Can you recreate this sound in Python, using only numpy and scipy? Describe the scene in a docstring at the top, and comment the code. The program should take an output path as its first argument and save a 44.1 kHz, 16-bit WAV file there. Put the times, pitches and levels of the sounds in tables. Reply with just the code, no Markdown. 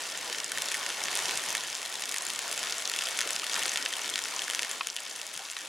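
"""Steady rain on trees and a puddled yard, heard from beside a house wall.
Far drops merge into a wash of shaped noise whose level drifts and flutters; nearer ones patter as random splashes.
The closest tick sharply on wet surfaces, each a burst of spray with its own colour and ring.
Puddle drops plop as bubbles with a wobbling pitch, some also gliding; heavy drops ring the modes of a hollow thing.
A hard surface close by adds one short reflection, and a stereo microphone pair hears it all."""
import sys
import numpy as np
from scipy import signal
from scipy.fft import rfft, irfft
from scipy.io import wavfile
from scipy.ndimage import uniform_filter1d

SR = 44100
rng = np.random.default_rng(int(sys.argv[2]) if len(sys.argv) > 2 else 0)


def bounce(signal):
    """Save signal as a 16-bit WAV file at the path given by the first command-line argument."""
    frames = np.transpose(np.atleast_2d(signal))
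    limited = np.clip(frames, -1, 1)
    pcm = np.round(limited * 32767).astype(np.int16)
    wavfile.write(sys.argv[1], SR, pcm)


N = 250488
LEAD_S = .002  # room ahead of each impact for the spray to rise


def gain_of(db):
    """Turns decibels into an amplitude factor."""
    return 10 ** (np.asarray(db) / 20)


def evened(x):
    """Scales to an rms of 1."""
    return x / np.sqrt(np.mean(x ** 2) + 1e-20)


def read(points, hz):
    """Reads a spectrum in dB at the given frequencies, on a log-frequency axis."""
    f, value = np.transpose(points)
    return np.interp(np.log(hz + 1), np.log(f + 1), value)


def add(mix, s, sound):
    """Mixes a stereo sound in at time s, cut off at the end of the mix."""
    part = mix[:, max(0, round(s * SR)):][:, :sound.shape[1]]
    part += sound[:, :part.shape[1]]


def panned(sound, right_db):
    """Places a sound by level alone, the right channel right_db above the left."""
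    return sound * gain_of(np.array([[-.5], [.5]]) * right_db)


def level_drift_db(t):
    """Set course of the heard level at times t: body and hiss, in dB about their column averages."""
    # The heard level of wash and patter over time; only departures from each column's average matter.
    # Each row: time in seconds, level of the body in dB, level of the hiss in dB.
    heard_level = [(0.0, -55, -38.5), (0.52, -52, -39.5), (0.68, -52.5, -36), (0.98, -53, -38),
                   (1.2, -50.5, -35), (1.52, -51, -36), (1.63, -56.5, -39.5), (1.95, -55.5, -40.5),
                   (2.62, -54.5, -38), (2.8, -54.5, -38.5), (3.22, -53.5, -36.5), (3.42, -52.5, -38),
                   (3.6, -53.5, -36.5), (3.85, -53, -37.5), (4.72, -56, -39), (4.8, -58.5, -43),
                   (5.08, -61.5, -44.5), (5.68, -61, -44)]
    s, *bands = np.transpose(heard_level)
    return np.array([np.interp(t, s, band - band.mean()) for band in bands])


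def wash():
    """Far rain all around: noise with drifting patches and level, fluttering as the leaves stir."""
    # Relative spectrum of the far rain. Each row: frequency in Hz, level in dB per Hz.
    far_colour = [(20, -34), (45, -22), (65, -39), (110, -12.5), (150, -14), (320, -5), (680, 0.5),
                  (1200, 0.5), (1860, -0.5), (3300, -2), (4300, -2.5), (7000, -5.5), (10200, -12),
                  (12300, -17), (15800, -26.5)]
    # Where the body and the hiss of the level drift lie, in Hz.
    drift_hz = [503, 1650]
    level_db, side_db = -39.0, -10  # overall rms; side signal against the middle
    patchy_db, flutter_db, flutter_s = 2, 1, 0.082  # rms depths; spacing of the flutter's random points

    hz, t, z = signal.stft(rng.standard_normal((2, N)), SR, nperseg=1024, noverlap=768)
    patches = uniform_filter1d(rng.standard_normal(z.shape[1:]), size=7, axis=0)  # across frequency
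    patches = evened(uniform_filter1d(patches, size=6, axis=1))  # across time
    flutter = np.interp(t / flutter_s, np.arange(len(t)), rng.standard_normal(len(t)))
    # each frequency follows a blend of body and hiss
    shares = np.array([np.interp(np.log(hz + 1), np.log(drift_hz), row) for row in np.eye(len(drift_hz))])
    db = read(far_colour, hz)[:, None] + shares.T @ level_drift_db(t)
    z = z * gain_of(db + patchy_db * patches + flutter_db * flutter)
    z[1] *= gain_of(side_db)
    mid, side = signal.istft(z, nperseg=1024, noverlap=768)[1][:, :N]
    return gain_of(level_db) * evened(np.array([mid + side, mid - side]))


def splash(centre_hz, octaves, length_s, ring_hz, ring_db, impact=1.8):
    """A drop flattens and bursts: a crack inside a brief burst of spray, then a faint scatter; unit energy."""
    # Relative spectrum of an average splash. Each row: frequency in Hz, level in dB per Hz.
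    splash_colour = [(30, -48), (150, -21), (450, -17), (1100, -12), (1450, -2), (1850, 1), (2300, -2.5),
                     (2800, -0.5), (3350, 1), (4100, -5), (5300, -2), (6400, 0), (7400, -1), (8500, -3.5),
                     (10200, -0.5), (11100, -6.5), (12000, -10), (15500, -20.5)]
    size = 2048
    rise_share = 0.22  # spray rises faster than it dies
    scatter_db, scatter_s = -26, 0.0056  # droplets thrown off: level against the spray, decay time
    ring_half_width_hz = 450

    hz = np.fft.rfftfreq(size, 1 / SR)
    t = np.arange(size) / SR - LEAD_S
    spray = np.exp(-np.maximum(t, -t / rise_share) / length_s)
    scatter = gain_of(scatter_db) * np.exp(-t / scatter_s) * (t > 0)
    blow = rng.standard_normal(size) * (spray + scatter)
    blow[round(LEAD_S * SR)] = impact
    blow = rfft(blow)
    # the blow itself is mottled but has no tilt
    blow = blow / np.sqrt(uniform_filter1d(abs(blow) ** 2, size=55))

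    # big drops sound low, small ones high, each with a brief ring at its own pitch
    log_gain = np.log(gain_of(read(splash_colour, hz)))
    log_gain -= .5 * (np.log2((hz + 1) / centre_hz) / octaves) ** 2
    log_gain += np.log(gain_of(ring_db / (1 + ((hz - ring_hz) / ring_half_width_hz) ** 2)))
    log_gain = np.maximum(log_gain, log_gain.max() - 10)  # floor in nepers below the peak
    # minimum phase: the colour rings only after the blow
    mirrored = np.r_[log_gain, log_gain[-2:0:-1]]
    colour = np.exp(np.conj(signal.hilbert(mirrored)))[:len(hz)]
    sound = irfft(blow * colour)
    return sound / np.linalg.norm(sound)


def patter_layer(per_s, level_db, range_db, follow, centre_hz, length_s, pan_db, uneven, octaves):
    """One distance of patter: randomly timed splashes of many sizes that follow the level drift."""
    pitch_scatter, count = 0.65, 128  # scatter in octaves per unit draw; different splashes to choose from
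    greatest_ring_db = 10
    layer = np.zeros((2, N))
    kinds = []
    for hz in centre_hz * 2 ** (pitch_scatter * rng.triangular(-2, 0, 1, count)):
        length = length_s * (.5 + rng.random())
        ring_hz = hz * 2 ** rng.uniform(-0.38, 0.4)
        drop = splash(hz, octaves, length, ring_hz, greatest_ring_db * rng.random())
        kinds.append(panned(drop, pan_db * rng.standard_normal()))

    late, nearness, kind = rng.random((N // 20, 3)).T
    times = (np.arange(len(late)) + uneven * (late - 1)) / per_s
    db = follow * level_drift_db(times)[-1] + range_db * nearness ** 2  # few land near, many far
    for k in np.flatnonzero((times >= 0) & (times < N / SR)):
        add(layer, times[k], gain_of(db[k]) * kinds[int(kind[k] * len(kinds))])
    return gain_of(level_db) * evened(layer)


def patter():
    """Random drops around the yard at three distances; the nearer ones drip more evenly."""
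    # The layers of drops, from far to near. Each row: drops per second, rms level of the layer in dB,
    # range of drop levels in dB, share of the hiss level drift followed, middle of the splash in Hz,
    # mean splash decay in seconds, spread left to right in dB (its sign does not matter),
    # scatter in time in mean gaps, spread of one splash in octaves.
    depths = [(650.4, -45.5, 8.5, 1, 2900, 0.00053, 1.5, 12, 0.73),
              (200.7, -45, 8.5, 0.58, 7450, 0.00085, -3.5, 3, 0.9),
              (50.03, -45.5, 3.5, 0.65, 5180, 0.00091, -1.5, 1.3, 0.96)]
    return sum(patter_layer(*depth) for depth in depths)


def close_drops():
    """The nearest drops on wet surfaces, each a sharp tick with its own colour, length and ring."""
    # Each row: impact in seconds, level in dB over 1 ms before the common trim, centre of the splash in Hz,
    # its spread in octaves, spray decay in seconds, ring pitch in Hz, ring height in dB.
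    near_drops = [(0.037, -28.5, 3400, 1.1, 0.0002, 5800, 14), (0.0668, -32, 5000, 2, 0.0012, 7300, 10),
                  (0.0899, -31, 6500, 1.4, 0.0003, 5200, 12), (0.175, -25.5, 2000, 3, 0.0009, 7300, 12),
                  (0.299, -27.0, 3400, 1.2, 0.0008, 5500, 3), (0.3276, -23.5, 3400, 1.4, 0.0014, 5500, 6),
                  (0.3475, -26.5, 2000, 1, 0.0003, 5800, 6), (0.3844, -23.5, 1600, 2, 0.0011, 5800, 8),
                  (0.402, -25.5, 4400, 1, 0.0011, 5500, 6), (0.444, -22.5, 6500, 0.45, 0.00028, 3250, 9),
                  (0.5186, -21.5, 11000, 2.1, 0.0011, 1600, 15), (0.575, -22, 1200, 3.3, 0.00056, 1900, 9),
                  (0.584, -23.0, 1200, 3.5, 0.0002, 6400, 0), (0.6206, -20, 11000, 2, 0.00091, 5500, 6),
                  (0.66, -29, 2600, 3, 0.00064, 5800, 9), (0.6855, -23.0, 4400, 0.87, 0.0014, 8500, 4),
                  (0.717, -22.0, 1200, 3, 0.0007, 6700, 4), (0.7224, -26, 5700, 0.7, 0.0005, 9700, 9),
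                  (0.7437, -20, 3400, 2, 0.00078, 2050, 9), (0.7505, -24, 1600, 2.7, 0.0012, 1750, 12),
                  (0.83, -28, 2000, 1.2, 0.0008, 6100, 6), (0.864, -22, 2600, 1.3, 0.00083, 7300, 6),
                  (0.891, -25, 3900, 1, 0.001, 10300, 9), (0.902, -23, 2000, 1.05, 0.0007, 6100, 12),
                  (1.005, -29, 5000, 1.4, 0.0003, 3400, 13), (1.0169, -27, 1200, 3, 0.0007, 2200, 12),
                  (1.0379, -21, 5700, 0.87, 0.001, 5500, 7), (1.056, -25, 1200, 2, 0.0003, 6700, 11),
                  (1.084, -22, 2000, 0.93, 0.0002, 6100, 6), (1.1147, -26, 1200, 3, 0.0005, 4300, 7),
                  (1.129, -25.0, 1200, 2, 0.00081, 7000, 8), (1.154, -20.5, 11000, 1.4, 0.0007, 8500, 8),
                  (1.1645, -23.5, 3900, 0.79, 0.00054, 3550, 5), (1.1737, -23.0, 11000, 2, 0.0002, 8200, 6),
                  (1.1904, -20.5, 1200, 2.3, 0.0013, 7000, 9), (1.2563, -22, 4400, 1.2, 0.0002, 5500, 11),
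                  (1.283, -26, 5000, 0.79, 0.0007, 3550, 1), (1.2946, -22, 2600, 1, 0.0003, 5800, 6),
                  (1.31, -22.5, 7400, 1.6, 0.0004, 2500, 15), (1.3559, -27.0, 8500, 0.46, 0.0014, 6100, 6),
                  (1.3741, -20.5, 3900, 1.4, 0.0009, 8200, 10), (1.4381, -26.5, 5000, 3, 0.0007, 6700, 9),
                  (1.462, -27, 1200, 3, 0.0011, 9400, 11), (1.488, -27, 3400, 1.6, 0.0002, 6700, 9),
                  (1.494, -26, 11000, 1.4, 0.00065, 5200, 12), (1.505, -23.5, 8500, 1.4, 0.00055, 6100, 13),
                  (1.5278, -26.5, 11000, 1, 0.0006, 6100, 6), (1.5514, -18, 1200, 3.4, 0.0006, 2050, 7),
                  (1.5705, -24.5, 5700, 0.91, 0.0002, 8800, 9), (1.5795, -26.0, 2600, 2, 0.0011, 4000, 16),
                  (1.6082, -28, 4400, 0.65, 0.0002, 10000, 12), (1.637, -28.5, 1200, 2, 0.0005, 7000, 12),
                  (1.6751, -31, 9700, 2, 0.0003, 6400, 12), (1.685, -30, 1600, 2, 0.0008, 4300, 9),
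                  (1.7, -27.5, 5700, 0.64, 0.0013, 5800, 6), (1.7283, -27.0, 3400, 1.2, 0.0007, 5200, 9),
                  (1.752, -24, 5000, 0.58, 0.0003, 7300, 6), (1.7667, -31, 3900, 0.62, 0.0003, 7300, 12),
                  (1.817, -28, 6500, 2, 0.001, 1900, 12), (1.829, -29, 5700, 1.4, 0.001, 2350, 12),
                  (1.852, -28.0, 1200, 3, 0.001, 4000, 15), (1.86, -27, 5000, 3, 0.0012, 3850, 4),
                  (1.9262, -29.0, 4400, 3, 0.00054, 3400, 9), (1.9408, -29, 3400, 3, 0.0012, 5500, 8),
                  (1.955, -25.5, 5700, 0.92, 0.0005, 3850, 13), (1.996, -29.5, 2600, 2.8, 0.0005, 7300, 6),
                  (2.0219, -24, 2600, 2.2, 0.0016, 5500, 5), (2.0376, -25.0, 3380, 0.74, 0.0002, 7000, 4),
                  (2.056, -27, 5700, 1.2, 0.0014, 5500, 4), (2.0922, -23.5, 5700, 1.4, 0.0014, 4000, 4),
                  (2.114, -25.0, 8500, 2.2, 0.0012, 6700, 9), (2.1225, -26.0, 8500, 1.4, 0.0012, 2800, 9),
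                  (2.1426, -21.5, 4400, 3, 0.0014, 1920, 6), (2.1626, -23.5, 1200, 2, 0.0004, 10300, 9),
                  (2.173, -27, 5700, 0.7, 0.0002, 8800, 13), (2.1833, -22.5, 11000, 2.2, 0.00051, 6770, 12),
                  (2.222, -25.5, 7400, 0.63, 0.0006, 8500, 6), (2.252, -28, 11000, 1.4, 0.0008, 7900, 3),
                  (2.267, -23.5, 9700, 2.5, 0.0002, 7300, 12), (2.286, -28, 2600, 3, 0.0007, 9400, 6),
                  (2.3021, -23, 5000, 2, 0.0009, 4000, 8), (2.3352, -27, 9700, 2, 0.0014, 8200, 6),
                  (2.3495, -28, 3900, 1.1, 0.0012, 3250, 5), (2.36, -26, 4400, 1, 0.0002, 7600, 12),
                  (2.3914, -21.5, 2000, 3.3, 0.00083, 7300, 6), (2.418, -30, 4400, 1, 0.0006, 7300, 9),
                  (2.4795, -27, 5700, 1, 0.0004, 7300, 3), (2.491, -32, 5700, 0.85, 0.0006, 5200, 8),
                  (2.514, -24.5, 5700, 1.4, 0.0014, 9700, 3), (2.527, -23, 11000, 1.7, 0.0017, 2800, 6),
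                  (2.577, -22.5, 3900, 1.4, 0.0007, 7300, 3), (2.592, -25, 7400, 3, 0.0014, 7300, 9),
                  (2.63, -23, 3400, 1.5, 0.0011, 5200, 7), (2.6374, -25.5, 3400, 1.6, 0.0005, 3100, 3),
                  (2.671, -25, 3400, 0.62, 0.0012, 5800, 6), (2.6971, -26.5, 6500, 1, 0.0013, 3250, 12),
                  (2.7088, -27, 2600, 3, 0.0008, 4900, 8), (2.724, -21.5, 4400, 0.7, 0.00023, 4900, 8),
                  (2.7823, -25, 7400, 0.5, 0.0002, 7900, 3), (2.8025, -29, 1200, 2, 0.0009, 3250, 14),
                  (2.823, -28, 5000, 1.4, 0.0014, 7300, 6), (2.8544, -22, 5000, 0.5, 0.0004, 4300, 9),
                  (2.876, -22, 4400, 1.4, 0.00046, 6400, 9), (2.8981, -22.5, 8500, 3.3, 0.0009, 4300, 9),
                  (2.916, -24.5, 1600, 2.4, 0.0014, 8500, 5), (2.9377, -21, 3400, 0.83, 0.0009, 3250, 2),
                  (2.9628, -23.0, 5700, 3.4, 0.00047, 3250, 11),
                  (2.9887, -18.5, 5000, 0.83, 0.0016, 2790, 11), (3.01, -23, 2000, 1.6, 0.00032, 4900, 11),
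                  (3.022, -22.5, 2000, 2, 0.0014, 3100, 10), (3.0375, -25, 3400, 3, 0.0014, 7300, 6),
                  (3.055, -25, 4400, 0.5, 0.0006, 4900, 9), (3.059, -28.5, 6500, 1, 0.0004, 3550, 9),
                  (3.0705, -24.5, 6500, 3, 0.0014, 3250, 12), (3.087, -24.5, 11000, 2, 0.0006, 3550, 14),
                  (3.11, -27, 5000, 0.86, 0.001, 8500, 9), (3.174, -25, 6500, 0.45, 0.0008, 9700, 10),
                  (3.19, -17.0, 2000, 1.9, 0.0009, 7300, 3), (3.207, -19, 1200, 3.4, 0.0004, 4660, 12),
                  (3.2143, -19, 2000, 1.7, 0.0011, 6400, 7), (3.2228, -26, 3400, 0.84, 0.0003, 6400, 9),
                  (3.275, -24.5, 2600, 3.3, 0.00068, 3400, 2), (3.29, -26, 5700, 0.44, 0.0014, 6700, 6),
                  (3.3062, -20.5, 3400, 3, 0.00092, 7900, 8), (3.332, -24.5, 6500, 0.9, 0.0007, 6100, 9),
                  (3.3558, -27, 4400, 2, 0.0012, 7300, 11), (3.3624, -21, 3400, 1.2, 0.0012, 5200, 8),
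                  (3.3969, -24.5, 4400, 0.77, 0.0005, 7050, 1), (3.442, -24.5, 11000, 3.4, 0.0015, 3100, 9),
                  (3.4668, -24.0, 1200, 3, 0.00035, 4600, 12), (3.4967, -24, 1200, 3, 0.0016, 4300, 11),
                  (3.5173, -26, 4400, 0.57, 0.0007, 3250, 11), (3.5262, -27.5, 6500, 0.7, 0.0002, 6400, 12),
                  (3.534, -22.5, 4400, 0.84, 0.0002, 4900, 6), (3.543, -20.5, 5700, 0.66, 0.0003, 4600, 6),
                  (3.556, -23.5, 2600, 1.4, 0.0002, 3700, 9), (3.563, -22, 1200, 1.6, 0.00066, 1600, 5),
                  (3.575, -25, 8500, 3, 0.0014, 1310, 18), (3.5935, -22.5, 3400, 1.8, 0.0007, 8200, 5),
                  (3.6174, -27, 2600, 0.4, 0.0005, 2050, 4), (3.627, -22, 5700, 1, 0.00035, 2950, 16),
                  (3.634, -22.5, 5000, 1.4, 0.0008, 6400, 4), (3.6564, -19.5, 1600, 1.5, 0.00096, 4600, 9),
                  (3.6618, -26, 9700, 0.58, 0.0003, 8800, 9), (3.68, -24, 3900, 0.65, 0.0008, 7900, 10),
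                  (3.694, -21, 5000, 0.79, 0.0003, 6400, 12), (3.7176, -24.5, 3900, 1, 0.0009, 7300, 6),
                  (3.7344, -29, 3400, 3, 0.0002, 1900, 6), (3.738, -27, 6500, 0.5, 0.0002, 7900, 6),
                  (3.7589, -19, 1600, 1.6, 0.00067, 3550, 4), (3.7735, -19.5, 3900, 1, 0.0003, 2200, 2),
                  (3.8261, -24, 3900, 1, 0.0005, 5200, 12), (3.8527, -26, 3900, 1.1, 0.0007, 7900, 8),
                  (3.8607, -18, 2620, 0.8, 0.00059, 5200, 4), (3.9271, -25.5, 1200, 2.7, 0.0005, 1900, 6),
                  (3.937, -22.0, 4400, 0.59, 0.00028, 3250, 10), (3.967, -26.5, 9700, 2, 0.0014, 2950, 12),
                  (3.9934, -28, 1600, 1.3, 0.0002, 8200, 12), (4.017, -28, 1200, 3, 0.0011, 6100, 19),
                  (4.044, -25.5, 2600, 0.92, 0.0014, 1300, 0), (4.059, -26.0, 4400, 1.1, 0.0012, 4600, 11),
                  (4.0787, -27.5, 11000, 3, 0.0008, 3550, 6), (4.092, -26.5, 4400, 0.79, 0.0006, 3250, 9),
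                  (4.0993, -25, 5700, 1.6, 0.0007, 8200, 9), (4.1395, -23.5, 2600, 1.4, 0.0003, 3400, 12),
                  (4.1577, -18, 2600, 1.15, 0.00016, 4300, 10), (4.179, -23.5, 1200, 2, 0.0008, 9100, 6),
                  (4.1906, -22, 1200, 2.7, 0.0005, 7000, 3), (4.239, -25.0, 5700, 0.7, 0.0006, 7300, 4),
                  (4.2496, -27, 4400, 0.88, 0.00059, 5500, 12),
                  (4.256, -25.5, 1200, 1.4, 0.0014, 10300, 12), (4.286, -29, 11000, 2.6, 0.0003, 2050, 9),
                  (4.363, -24.0, 6500, 0.34, 0.00085, 3850, 7),
                  (4.393, -21.5, 5000, 0.57, 0.00037, 2810, 17), (4.4195, -22.5, 3900, 3, 0.0013, 3230, 15),
                  (4.4407, -27, 5700, 0.44, 0.0006, 10300, 12), (4.4806, -23.5, 2000, 3, 0.0009, 1600, 10),
                  (4.5002, -20.5, 2600, 3, 0.00037, 3100, 9), (4.51, -25.5, 5000, 1.2, 0.0002, 8500, 4),
                  (4.535, -24.5, 1200, 2, 0.0003, 10000, 6), (4.5487, -19, 3900, 1.4, 0.00037, 5800, 6),
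                  (4.5931, -18, 2600, 1.06, 0.00042, 1750, 6), (4.6224, -24.0, 3400, 3, 0.0002, 5200, 6),
                  (4.6313, -21.0, 3900, 1, 0.0003, 2200, 6), (4.648, -26, 1600, 3.3, 0.0006, 1750, 3),
                  (4.694, -28.5, 2600, 3, 0.0003, 10300, 14), (4.714, -22, 1600, 3.5, 0.00031, 7350, 11),
                  (4.8711, -20.5, 2600, 3, 0.00042, 6360, 9), (4.8869, -30, 3400, 1.2, 0.0003, 2950, 13),
                  (4.901, -25.0, 5000, 0.46, 0.0002, 5800, 6), (4.965, -22, 4400, 1.5, 0.00022, 3250, 8),
                  (4.9724, -31, 7400, 2, 0.0003, 2780, 19), (4.9863, -29, 2600, 0.5, 0.0006, 2650, 6),
                  (5.004, -31.5, 7400, 2, 0.0014, 7900, 9), (5.0525, -32, 5000, 1, 0.001, 4300, 6),
                  (5.065, -30.5, 3400, 0.48, 0.0002, 1300, 7), (5.0995, -34, 11000, 1, 0.0014, 4600, 6),
                  (5.112, -31, 5000, 0.41, 0.0014, 6700, 3), (5.163, -31, 3900, 1.4, 0.0002, 9000, 15),
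                  (5.197, -32, 11000, 3.3, 0.0014, 2800, 18), (5.2155, -26.5, 4400, 1, 0.00016, 3850, 3),
                  (5.267, -29, 8500, 1.4, 0.00087, 6700, 6), (5.3406, -31.0, 11000, 2, 0.0007, 9400, 9),
                  (5.352, -33, 3900, 0.5, 0.0007, 2800, 3), (5.3638, -31, 5700, 0.7, 0.0008, 6100, 3),
                  (5.376, -27.5, 1200, 3, 0.00063, 9400, 6), (5.3931, -31.5, 1200, 2, 0.0009, 7600, 6),
                  (5.453, -32.0, 4400, 0.45, 0.0002, 10300, 12), (5.5, -28.5, 5000, 0.8, 0.0006, 2800, 11),
                  (5.5145, -28, 5000, 3, 0.00023, 7600, 13), (5.5334, -33, 2600, 1.4, 0.0013, 4000, 3),
                  (5.5669, -25, 1200, 1.54, 0.0009, 4020, 12), (5.589, -31.5, 9700, 3, 0.0008, 7000, 9),
                  (5.6065, -33, 4400, 1, 0.0003, 1300, 12), (5.61, -33.5, 1200, 2.2, 0.0007, 7300, 6)]
    trim_db, impact = 0.18, 1.76
    ticks = np.zeros((2, N))
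    one_ms = SR / 1000  # in samples
    for s, db, hz, octaves, length_s, ring_hz, ring_db in near_drops:
        tick = splash(hz, octaves, length_s, ring_hz, ring_db, impact)
        tick = gain_of(db + trim_db) * np.sqrt(one_ms) * tick
        add(ticks, s - LEAD_S, panned(tick, .5 * rng.standard_normal()))
    return ticks


def plops():
    """Puddle drops: trapped bubbles ring briefly, wobbling in churning water; some also glide in pitch."""
    # Each row: start in seconds, level in dB before onset and trim, bubble pitch in Hz before wobble,
    # time to fall 60 dB in seconds, glide in octaves per second (zero for a steady one).
    bubbles = [(3.26, -28, 340, .03, 20), (3.267, -28.5, 470, .025, 20), (3.273, -26, 620, .028, 12),
               (3.432, -20.5, 1200, .024, 0), (3.576, -21, 1250, .018, 0), (3.581, -19.5, 950, .02, -15),
               (3.585, -28, 520, .02, 0), (3.655, -25.5, 1060, .02, 0), (3.661, -31, 370, .03, 0),
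               (5.359, -48, 170, .05, 0), (5.393, -37, 797, .12, .5)]
    rise_s, trim_db = 0.002, -1.5
    wobble_octaves, wobble_s = .16, .0015  # rms of the random points; their spacing
    water, t = np.zeros((2, N)), np.arange(SR // 10) / SR
    for s, db, hz, t60, glide in bubbles:
        churn = np.interp(t / wobble_s, np.arange(len(t)), rng.standard_normal(len(t)))
        turns = np.cumsum(hz * 2 ** (glide * t + wobble_octaves * churn)) / SR
        envelope = np.exp(-np.log(1000) * t / t60) * (1 - np.exp(-t / rise_s))
        ring = envelope * np.sin(2 * np.pi * turns)
        add(water, s, panned(gain_of(db + trim_db) * ring, 0))
    return water


def knocks():
    """Heavy drops splash and set the modes of a small hollow thing ringing."""
    # Heavy drops. Each row: impact in seconds, level in dB before the band limit.
    heavy_drops = [(4.8089, -17.5), (4.8152, -32), (5.5682, -33), (5.5735, -40)]
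    # Modes of the hollow thing. Each row: pitch in Hz, level in dB against the knock,
    # time to fall 60 dB in seconds.
    modes = [(850, -12, .01), (1100, -5, .024), (1260, -7, .02), (1850, -3, .011), (2150, -2, .011),
             (2480, -1, .022), (3330, -10, .02), (4030, -10, .014), (4550, -10, .012), (4920, -10, .012)]
    splash_db, rise_s = 10, .0003  # splash energy scale against the knock level; onset of the ring
    hollow, t = np.zeros((2, N)), np.arange(SR // 10) / SR
    ring = sum(gain_of(db) * np.exp(-np.log(1000) * t / t60) * np.sin(2 * np.pi * hz * t)
               for hz, db, t60 in modes)
    for s, db in heavy_drops:
        add(hollow, s, panned(gain_of(db) * (1 - np.exp(-t / rise_s)) * ring, 0))
        burst = splash(2070, 1.1, 0.0009, 2300, 5)
        add(hollow, s - LEAD_S, panned(gain_of(db + splash_db) * burst, 0))
    # too small to radiate bass, and the soft drop excites little treble
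    band = signal.butter(4, [700, 5400], "bandpass", fs=SR, output="sos")
    return signal.sosfilt(band, hollow)


def echo(x):
    """One hollow reflection from a hard surface close by; it ripples the colour of the rain."""
    delay_s, level_db, band_hz = .0022, -9.5, [1350, 2450]
    reflection = np.zeros((2, N))
    b, a = signal.butter(1, band_hz, "bandpass", fs=SR)
    add(reflection, delay_s, gain_of(level_db) * signal.lfilter(b, a, x))
    return reflection


def scene():
    """Far wash, three depths of patter, close drops, plops and knocks; the left is slightly louder."""
    # Balance of the rain. Each row: time in seconds, right minus left in dB.
    balance = [(0, -.6), (1.2, -.6), (3.5, -1.3), (5.68, -1.3)]
    distant = wash()
    drops = patter() + close_drops() + plops() + knocks()
    rain = distant + drops + echo(drops + .5 * distant)
    return panned(rain, np.interp(np.arange(N) / SR, *np.transpose(balance)))


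def record(dry):
    """A close microphone pair, nearly mono in bass and narrow in top treble; then a 16 kHz band limit."""
    # How well the pair tells left from right. Each row: frequency in Hz, gain on the side signal in dB.
    width = [(40, -11), (130, -23), (280, -21), (550, -9), (1100, -2), (2000, -.5), (4500, 1.3), (8000, 2),
             (12000, -8)]
    mid, side = (dry[0] + dry[1]) / 2, (dry[0] - dry[1]) / 2
    side = irfft(rfft(side) * gain_of(read(width, np.fft.rfftfreq(N, 1 / SR))), N)
    edge = signal.firwin(511, 16000, window=("kaiser", 9), fs=SR)
    return signal.oaconvolve(np.array([mid + side, mid - side]), edge[None], "same", axes=1)


dry = scene()
out = record(dry)
bounce(out)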